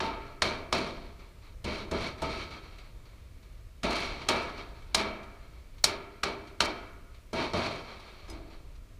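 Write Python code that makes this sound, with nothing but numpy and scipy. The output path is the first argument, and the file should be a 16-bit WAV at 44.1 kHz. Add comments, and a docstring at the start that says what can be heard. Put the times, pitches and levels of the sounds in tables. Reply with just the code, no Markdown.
"""Mallet blows on hollow metal planks

A shot-filled mallet knocks an aluminium end cap onto hollow aluminium planks lying on sawhorses, out of doors.
Each blow sums a noise crack, a two-mode thump of the sawhorses and a dense ring of decaying sheet modes.
Random tiny contacts make the loose planks chatter on, and soft noise touches brush the metal between blows.
Near the end a small steel part on a tool jingles; shaped noise gives wind rumble and a far hiss."""
import sys
import numpy as np
from scipy import signal
from scipy.fft import rfft, irfft, next_fast_len
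from scipy.io import wavfile
from scipy.ndimage import uniform_filter1d, map_coordinates

SR = 44100
rng = np.random.default_rng(int(sys.argv[2]) if len(sys.argv) > 2 else 0)


def to_wav(sig):
    """Store sig (one row per channel, or 1-D mono) as 16-bit WAV at the path in sys.argv[1].

    Samples outside -1..1 are clipped; the rate is SR.
    """
    pcm = np.clip(np.atleast_2d(sig), -1, 1) * 32767
    pcm = np.round(pcm).astype(np.int16)
    wavfile.write(sys.argv[1], SR, pcm.T)  # frames by channels


N = 396459

# Mallet blows and knocks: start_s, crack_peak_db, ring_db (relative), thump_db (relative),
# ring_tilt_db_per_octave, decay_factor, ring_build_s, crack_pitch_hz, crack_brightness_db (relative),
# spot_hz (mode favoured by the struck spot), spot_boost_db, then the chatter of the loose planks:
# chatter_db, chatter_build_s, chatter_hold_s, chatter_fall_db_per_s, body_share_db
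BLOW_EVENTS = [(0.0034, -19, -30, -46, 1.5, 1.48, 0.0096, 3100, -5, 900, 10.5, -35, 0.0061, 0.0027, 166, -4),
               (0.4205, -8.5, -28, -37.5, 0, 1.31, 0.013, 4200, -1, 366, 2, -31.5, 0.009, 0.016, 122, -10),
               (0.7263, -12.5, -28.5, -39, -4, 1.28, 0.0078, 4500, -2, 915, 1.5, -33, 0.0088, 0.016, 81, -6),
               (1.6427, -31.5, -32.5, -34.5, -3.5, 1.65, 0.0085, 3440, 1.5, 660, -3, -40.5, 0.022, .15, 185, -10.5),
               (1.912, -27.5, -28.5, -35.5, -3.5, 1.14, 0.0077, 890, 0.5, 660, 2, -39.5, 0.021, 0.16, 173, -6.5),
               (2.2188, -30.5, -30.5, -36.5, -3, 1.37, 0.0049, 1200, 3, 370, -2, -41.5, 0.007, .19, 121, -11),
               (3.8323, -23.5, -26.5, -34.5, -1.5, 1.3, 0.015, 2180, 1, 327, 8, -36, 0.0047, 0.16, 67, -7.5),
               (4.2867, -11, -24, -41, 1.5, 1.19, 0.0071, 3250, 2.5, 660, 0.5, -33, 0.0054, 0.0084, 68, -4),
               (4.9465, -7.5, -28.5, -42, 2.5, 1.44, 0.015, 4530, 3, 212, 8, -34, 0.016, 0.028, 118, -2),
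               (5.841, -3.5, -32, -44.5, 1.4, 1.34, 0.019, 5040, 4.5, 388, 9, -33, 0.011, 0.018, 155, -8.5),
               (6.2336, -13.5, -31, -44.5, 0.5, 1.18, 0.027, 2310, -0.5, 395, 8, -35, .008, 0.015, 162, -3),
               (6.6049, -6.5, -31, -43, 2, 1.35, 0.015, 3100, 0, 1340, 6, -32, .008, 0.014, 143, -3),
               (7.3302, -31.5, -31, -42.5, -6.5, 0.76, 0.0022, 1190, 2, 210, 0, -37.5, 0.022, 0.067, 98, 0.5),
               (7.534, -25.5, -27.5, -32, -2, 1.22, 0.0017, 4360, 0, 660, 4.5, -38.5, 0.013, 0.14, 73, -2),
               (8.279, -48, -46, -62, -4.5, 1.47, 0.017, 2300, -1, 318, 19, -53.5, 0.011, .03, 84, 3)]
# Light touches and drags on the metal: start_s, touch_db (relative), then the chatter after each:
# chatter_db, chatter_hold_s, chatter_fall_db_per_s
TOUCH_EVENTS = [(0.205, -48, -55, .02, 200), (0.2623, -46, -57.5, .015, 110), (1.191, -44, -59, .01, 77),
                (1.421, -52, -62.5, .07, 202), (2.178, -41, -47.5, .03, 100),
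                (2.504, -38.5, -44.5, .03, 150), (2.616, -60, -56.5, .03, 46),
                (2.782, -38.5, -58.5, .015, 98), (3.053, -45, -63, .02, 88), (3.426, -47, -66, .01, 60),
                (4.205, -49, -48, .015, 117), (4.572, -40, -47, .01, 132), (4.74, -55, -59.5, .03, 80),
                (4.8184, -49, -63.5, .015, 59.5), (5.229, -40, -63, .015, 39), (5.507, -57, -69, .1, 30),
                (5.78, -42, -71, .015, 299), (6.471, -39.5, -61, .035, 150),
                (7.143, -45.5, -70.5, .015, 50.5), (7.855, -58, -54, .1, 33), (7.996, -40, -54.5, .015, 40),
                (8.18, -50, -58, .01, 200), (8.501, -46, -63.5, .075, 219.5),
                (8.752, -47, -71.5, .008, 400)]
# Dense plank modes between the clusters: frequency_hz, density_db (per Hz)
SHEET_SPECTRUM = [(53, -40.5), (90, -3), (398, 1), (667, -5), (902, -4), (1760, -13), (2280, -6.5),
                  (2890, -14.5), (4700, -16), (5100, -28.5), (6000, -26), (6500, -32), (9500, -42),
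                  (15500, -56.5)]


def amp(db):
    """Level: decibels to an amplitude ratio."""
    return 10 ** (np.asarray(db) / 20)


def unit(x):
    """Normalisation: scales a signal to rms 1."""
    return x / np.sqrt(np.mean(x ** 2) + 1e-20)


def along(points, hz):
    """Spectral envelope: interpolates (frequency, value) points on a log axis."""
    f, v = np.transpose(points)
    return np.interp(np.log(hz + 1), np.log(f + 1), v)


def wobble(rate):
    """Slow fluctuation: a smooth random curve with rate knots a second."""
    knots = rng.standard_normal(int(N * rate / SR) + 4)
    return map_coordinates(knots, [np.arange(N) * rate / SR])


def filtered(x, response):
    """Linear filtering: multiplies the spectrum of x by a response of frequency."""
    m = next_fast_len(len(x) + 4096)
    return irfft(rfft(x, m) * response(np.fft.rfftfreq(m, 1 / SR)), m)[:len(x)]


def add(out, s, sound):
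    """Superposition: mixes a sound in at time s."""
    part = out[round(s * SR):][:len(sound)]
    part += sound[:len(part)]


def mallet():
    """Impact excitation: each blow gives a crack, a ring and a low damped thump of the sawhorses."""
    out, t = np.zeros(N), np.arange(SR // 2) / SR
    for blow in BLOW_EVENTS:
        s, crack_db, ring_db, thump_db, tilt_db, slow, rise, pitch_hz, bright_db, spot_hz, spot_db, *_ = blow
        blunt = 1 + amp(-.6 * (crack_db + 22.5))  # weak blows land blunter
        add(out, max(s - .002, 0), amp(crack_db) * crack(pitch_hz, bright_db, blunt))
        add(out, s, amp(ring_db - 3.5) * ring(tilt_db, slow, rise, spot_hz, spot_db))
        # the legs stand a little differently each time
        sway_hz, knock_hz = np.array([72, 175]) * rng.normal(1, 0.1, 2)
        sway = np.sin(2 * np.pi * sway_hz * t)
        knock = 0.97 * np.sin(2 * np.pi * knock_hz * t) * amp(-60 * t / .5)
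        envelope = amp(thump_db - 60 * t / 0.66) * (1 - np.exp(-t / 0.0021))
        add(out, s, envelope * (sway + knock))
    return out


def crack(pitch_hz, bright_db, blunt):
    """Contact noise: the face touches, the shot inside lands 2 ms later, and the ground echoes it."""
    # Crack colour: frequency_hz, density_db (per Hz)
    crack_spectrum = [(150, -23), (700, -6), (2000, -6.5), (4500, -6), (8000, -14.5), (12000, -28.5),
                      (16000, -36)]
    t = np.arange(SR // 8) / SR

    def burst(s, t60):
        onset = 1 - np.exp(-np.maximum(t - s, 0) / (0.00042 * blunt))
        return onset * amp(-60 * np.abs(t - s) / (t60 * blunt))

    def colour(f):
        peak = 1 + 0.91 / (1 + ((f - pitch_hz) / 700) ** 2)
        return amp(along(crack_spectrum, f) + bright_db * np.log2(1 + f / 4000) * 2) * peak

    def clank(f):
        # the mode clusters, without the sheet response, colour the crack
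        return colour(f) * plank(f, 9.2) / amp(along(SHEET_SPECTRUM, f))

    face, shot = 0.23 * burst(0, 0.0068), burst(.0021, 0.018)
    echo, tail = 0.24 * burst(0.0092, 0.0078), 0.14 * burst(0.0016, 0.13)
    sound = (face + shot + echo + tail) * filtered(rng.standard_normal(len(t)), clank)
    return sound / np.abs(sound).max()


def ring(tilt_db, slow, rise, spot_hz, spot_db):
    """High modal density: noise dying at its own speed in each band, plus the clear damped modes."""
    # Decay of the dense modes at decay factor 1: frequency_hz, t60_s
    dense_decay = [(100, 1), (260, 0.78), (700, 0.58), (1840, 0.78), (4850, .3), (12800, 0.147)]
    # Clear modes of cap and plank, decay at factor 1: frequency_hz, level_db (relative), t60_s
    clear_modes = [(206.8, -4, 0.68), (241.5, -0.5, 0.55), (292, -9.5, 1), (326.2, -6.5, 0.66),
                   (377.6, -13, 0.53), (401.5, -7, 0.98), (609, -6.5, 0.69), (648.4, 2, 0.54),
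                   (683, -3.5, 0.87), (893, -6.5, 0.24), (895, -1, .45), (1210, -11, 0.48), (1286, -8.5, 1),
                   (1363, -6.5, 0.86), (1440, -18.5, 1), (1700, -18, 1), (2230, -16, 0.45),
                   (2390, -16.5, 0.22), (2274, -15, .8), (2335, -2, 0.55), (2605, -22, 0.68),
                   (2770, -13.5, 0.424), (3130, -5, 0.35), (3820, -7.5, 0.22), (4270, -6, 0.15),
                   (5440, -23, .4)]
    t = np.arange(SR * 2 // 3) / SR

    def spot(f, width):
        return spot_db / (1 + (np.log(f / spot_hz + 0.00103) / width) ** 2)

    def colour(f):
        return plank(f, 10.0) * amp(tilt_db * np.log2(f / 1000 + .05) + 0.29 * spot(f, 0.11))

    noise = unit(filtered(rng.standard_normal(len(t)), colour))
    hz, frames, z = signal.stft(noise, SR, nperseg=256)
    decay = amp(-60 * frames / (slow * along(dense_decay, hz)[:, None]))
    dense = signal.istft(z * decay, SR, nperseg=256)[1][:len(t)]

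    f, db, t60 = np.transpose(clear_modes)[:, :, None]
    coarse = t[::25]  # slow changes need few points
    steps = rng.standard_normal((len(f), len(coarse)))
    # neighbouring modes blur each line's phase
    drift = .13 * (f / 1000) ** .3 * np.cumsum(steps, axis=1)
    # each line beats like a close pair
    beats = 1 + 0.38 * np.sin(2 * np.pi * (rng.uniform(4.7, 16, f.shape) * coarse + rng.random(f.shape)))
    tilted_db = db + 1.2 * tilt_db * np.log2(np.maximum(f, 800) / 1000)
    start_db = tilted_db + spot(f, 0.087) + rng.normal(0, 3.4, f.shape)
    size = beats * amp(start_db - 60 * coarse / (slow * t60))
    phase = 2 * np.pi * (f * t + rng.random(f.shape)) + drift.repeat(25, axis=1)[:, :len(t)]
    waves = np.sin((phase % (2 * np.pi)).astype(np.float32))
    clear = np.sum(size.repeat(25, axis=1)[:, :len(t)] * waves, axis=0)

    build = 1 - np.exp(-t / max(rise, 1e-3))  # energy spreads along the plank
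    fade = np.minimum(1, (t[-1] - t) / 0.069)
    return (dense + amp(-9) * clear) * build * fade


def plank(hz, cluster_db):
    """Resonance: gain of mode clusters standing in power on the broad sheet response."""
    # Clusters of plank modes: frequency_hz, width_hz, level_db (relative, compressed below)
    clusters = [(376, 69, -18.5), (633, 126, -0.5), (928, 19, 10.5), (1215, 267, -3), (1651, 51, -13.5),
                (2261, 74, -19), (2620, 9.64, -9), (3175, 44, -11), (3720, 26, -11), (4203, 350, -19.5),
                (5440, 460, -21), (6600, 47, -28.5), (6900, 45, -23), (7630, 57, -34.5), (9160, 550, -24.5)]
    bumps = sum(amp(2 * (cluster_db + 0.19 * db)) / (1 + ((hz - c) / (w / 2)) ** 2) for c, w, db in clusters)
    return amp(along(SHEET_SPECTRUM, hz)) * np.sqrt(1 + bumps)


def chatter():
    """Random-contact excitation: dense tiny hits of uneven size drive the plank, mostly its upper modes."""
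    rest_db, rest_body_db = -75.5, -2  # faint chatter that never stops, and its body share
    touch_build_s, touch_body_db = 0.007, -5
    body_lingers = 0.68  # the body's fall rate over that of the upper modes
    bouts = [(blow[0], *blow[-5:]) for blow in BLOW_EVENTS]
    bouts += [(s, db, touch_build_s, hold, fall, touch_body_db) for s, _, db, hold, fall in TOUCH_EVENTS]
    power, body_power = amp(2 * rest_db), amp(2 * (rest_db + rest_body_db))
    for s, db, rise, hold, fall, share_db in bouts:
        power = power + shaking(s, db, rise, hold, fall)
        body_power = body_power + shaking(s, db + share_db, rise, hold, fall * body_lingers)
    level, body_level = np.sqrt(power), np.sqrt(body_power)

    def upper_modes(f):
        highpass = (f / 1700) ** 3 / (1 + (f / 1700) ** 3)
        return plank(f, 9.9) * highpass * amp(-.3 * np.log2(f / 3000 + 0.059))

    def body_modes(f):
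        return plank(f, 7.7) / (1 + (f / 1500) ** 3)

    def grit_modes(f):
        return plank(f, 13.7) * (f / 6000) ** 4 / (1 + (f / 6000) ** 3)

    contacts = unit((rng.random(N) < 3000 / SR) * rng.standard_normal(N))  # 3000 a second on average
    drive = (contacts + 1.56 * rng.standard_normal(N)) * amp(1.1 * wobble(35) + 1.3 * wobble(13))
    upper = unit(filtered(drive, upper_modes))
    body = unit(filtered(drive, body_modes))
    clumped = contacts * amp(5.7 * wobble(76))  # the sharpest contacts come in clumps
    grit = unit(filtered(clumped, grit_modes))
    bright = amp(-14.5) * (level / amp(-34.5)) ** 1.23  # harder chatter is brighter
    return level * (upper + bright * grit) + body_level * body


def shaking(s, db, rise, hold, fall):
    """Energy decay: power of a bout of chatter that builds up, holds, falls, then settles slowly."""
    settle_db, settle_db_per_s = -20, 41.5  # the slow part: start relative to the bout's level, fall
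    t = np.maximum(np.arange(N) / SR - s, 0)
    after = np.maximum(t - hold, 0)
    build = (amp(db) * (1 - np.exp(-t / max(rise, 1e-3)))) ** 2
    return build * (amp(-2 * fall * after) + amp(2 * (settle_db - settle_db_per_s * t)))


def taps():
    """Friction noise: soft short brushes on the metal, coloured by the plank."""
    out, t = np.zeros(N), np.arange(SR // 8) / SR
    for s, db, *_ in TOUCH_EVENTS:
        noise = unit(filtered(rng.standard_normal(len(t)), lambda f: plank(f, 2.3) * (f / 3000) ** 1.05))
        add(out, s, amp(db - 10 - 60 * t / 0.0847) * (1 - np.exp(-t / 0.0027)) * noise)
    return out


def jingle():
    """Modal synthesis: each contact rings the small steel part's damped modes at new strengths."""
    # Contacts of the part on the tool: start_s, level_db (relative)
    contacts = [(8.2833, -53), (8.2985, -38.5), (8.311, -42.5), (8.3294, -48)]
    # Modes of the part: frequency_hz, level_db (relative), t60_s
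    steel_modes = [(3540, 0, .04), (4200, -12, 0.035), (5050, 4, .06), (6100, 0, 0.066), (6800, -1, 0.055),
                   (7800, -7, .06), (9400, -6, 0.044)]
    out, t = np.zeros(N), np.arange(SR // 6) / SR
    f, level_db, t60 = np.transpose(steel_modes)[:, :, None]
    for s, db in contacts:
        size = amp(level_db + rng.normal(0, 3.6, f.shape) - 60 * t / t60)
        modes = size * np.sin(2 * np.pi * f * rng.normal(1, 0.0077, f.shape) * t)
        # the part is loose and buzzes
        rub = 1 + 1.4 * uniform_filter1d(rng.standard_normal(len(t)), size=5)
        add(out, s, amp(db - 14.5) * (1 - np.exp(-t / .001)) * rub * modes.sum(axis=0))
    return out


def air():
    """Turbulence noise: lumpy wind rumble on the microphone and a smooth far hiss."""
    # Wind rumble level: time_s, level_db
    wind_level = [(0.0, -44), (0.68, -48), (0.8, -50), (1.15, -48.5), (2.07, -47.5), (2.98, -47.5),
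                  (3.85, -48), (4.08, -45.5), (5.26, -47), (5.41, -47), (6.13, -50), (6.43, -49.5),
                  (7.11, -50), (7.36, -51), (7.56, -47), (7.96, -51.5), (8.74, -46), (8.99, -49)]
    # Rumble colour: frequency_hz, density_db (per Hz)
    rumble_spectrum = [(8.8, -31), (15, 0.5), (51, -1), (106, -9), (130, -15.5), (177, -20.5), (217, -48.5),
                       (300, -32.5), (390, -57), (660, -120)]
    # Hiss colour: frequency_hz, density_db (per Hz)
    hiss_spectrum = [(120, -33), (200, 2), (653, -4.5), (769, -16), (1260, -7), (1510, -13.5),
                     (2290, -10.5), (2700, -14), (4180, -16.5), (13400, -24.5), (15500, -27)]
    rumble_db = np.interp(np.arange(N) / SR, *np.transpose(wind_level))
    lumps = amp(1.2 * wobble(7))
    rumble = unit(lumps * filtered(rng.standard_normal(N), lambda f: amp(along(rumble_spectrum, f))))
    hiss = unit(filtered(rng.standard_normal(N), lambda f: amp(along(hiss_spectrum, f))))
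    hiss_db = -62.5 + 0.32 * wobble(4.4)
    return amp(rumble_db) * rumble + amp(hiss_db) * hiss


def scene():
    """Superposition: all sources sum at a single microphone."""
    return (mallet() + chatter() + taps() + jingle() + air())[None]


def record(dry):
    """Band limiting: nothing from 15500 Hz upward is kept."""
    return filtered(dry[0], lambda hz: hz < 15500)[None]


dry = scene()
out = record(dry)
to_wav(out)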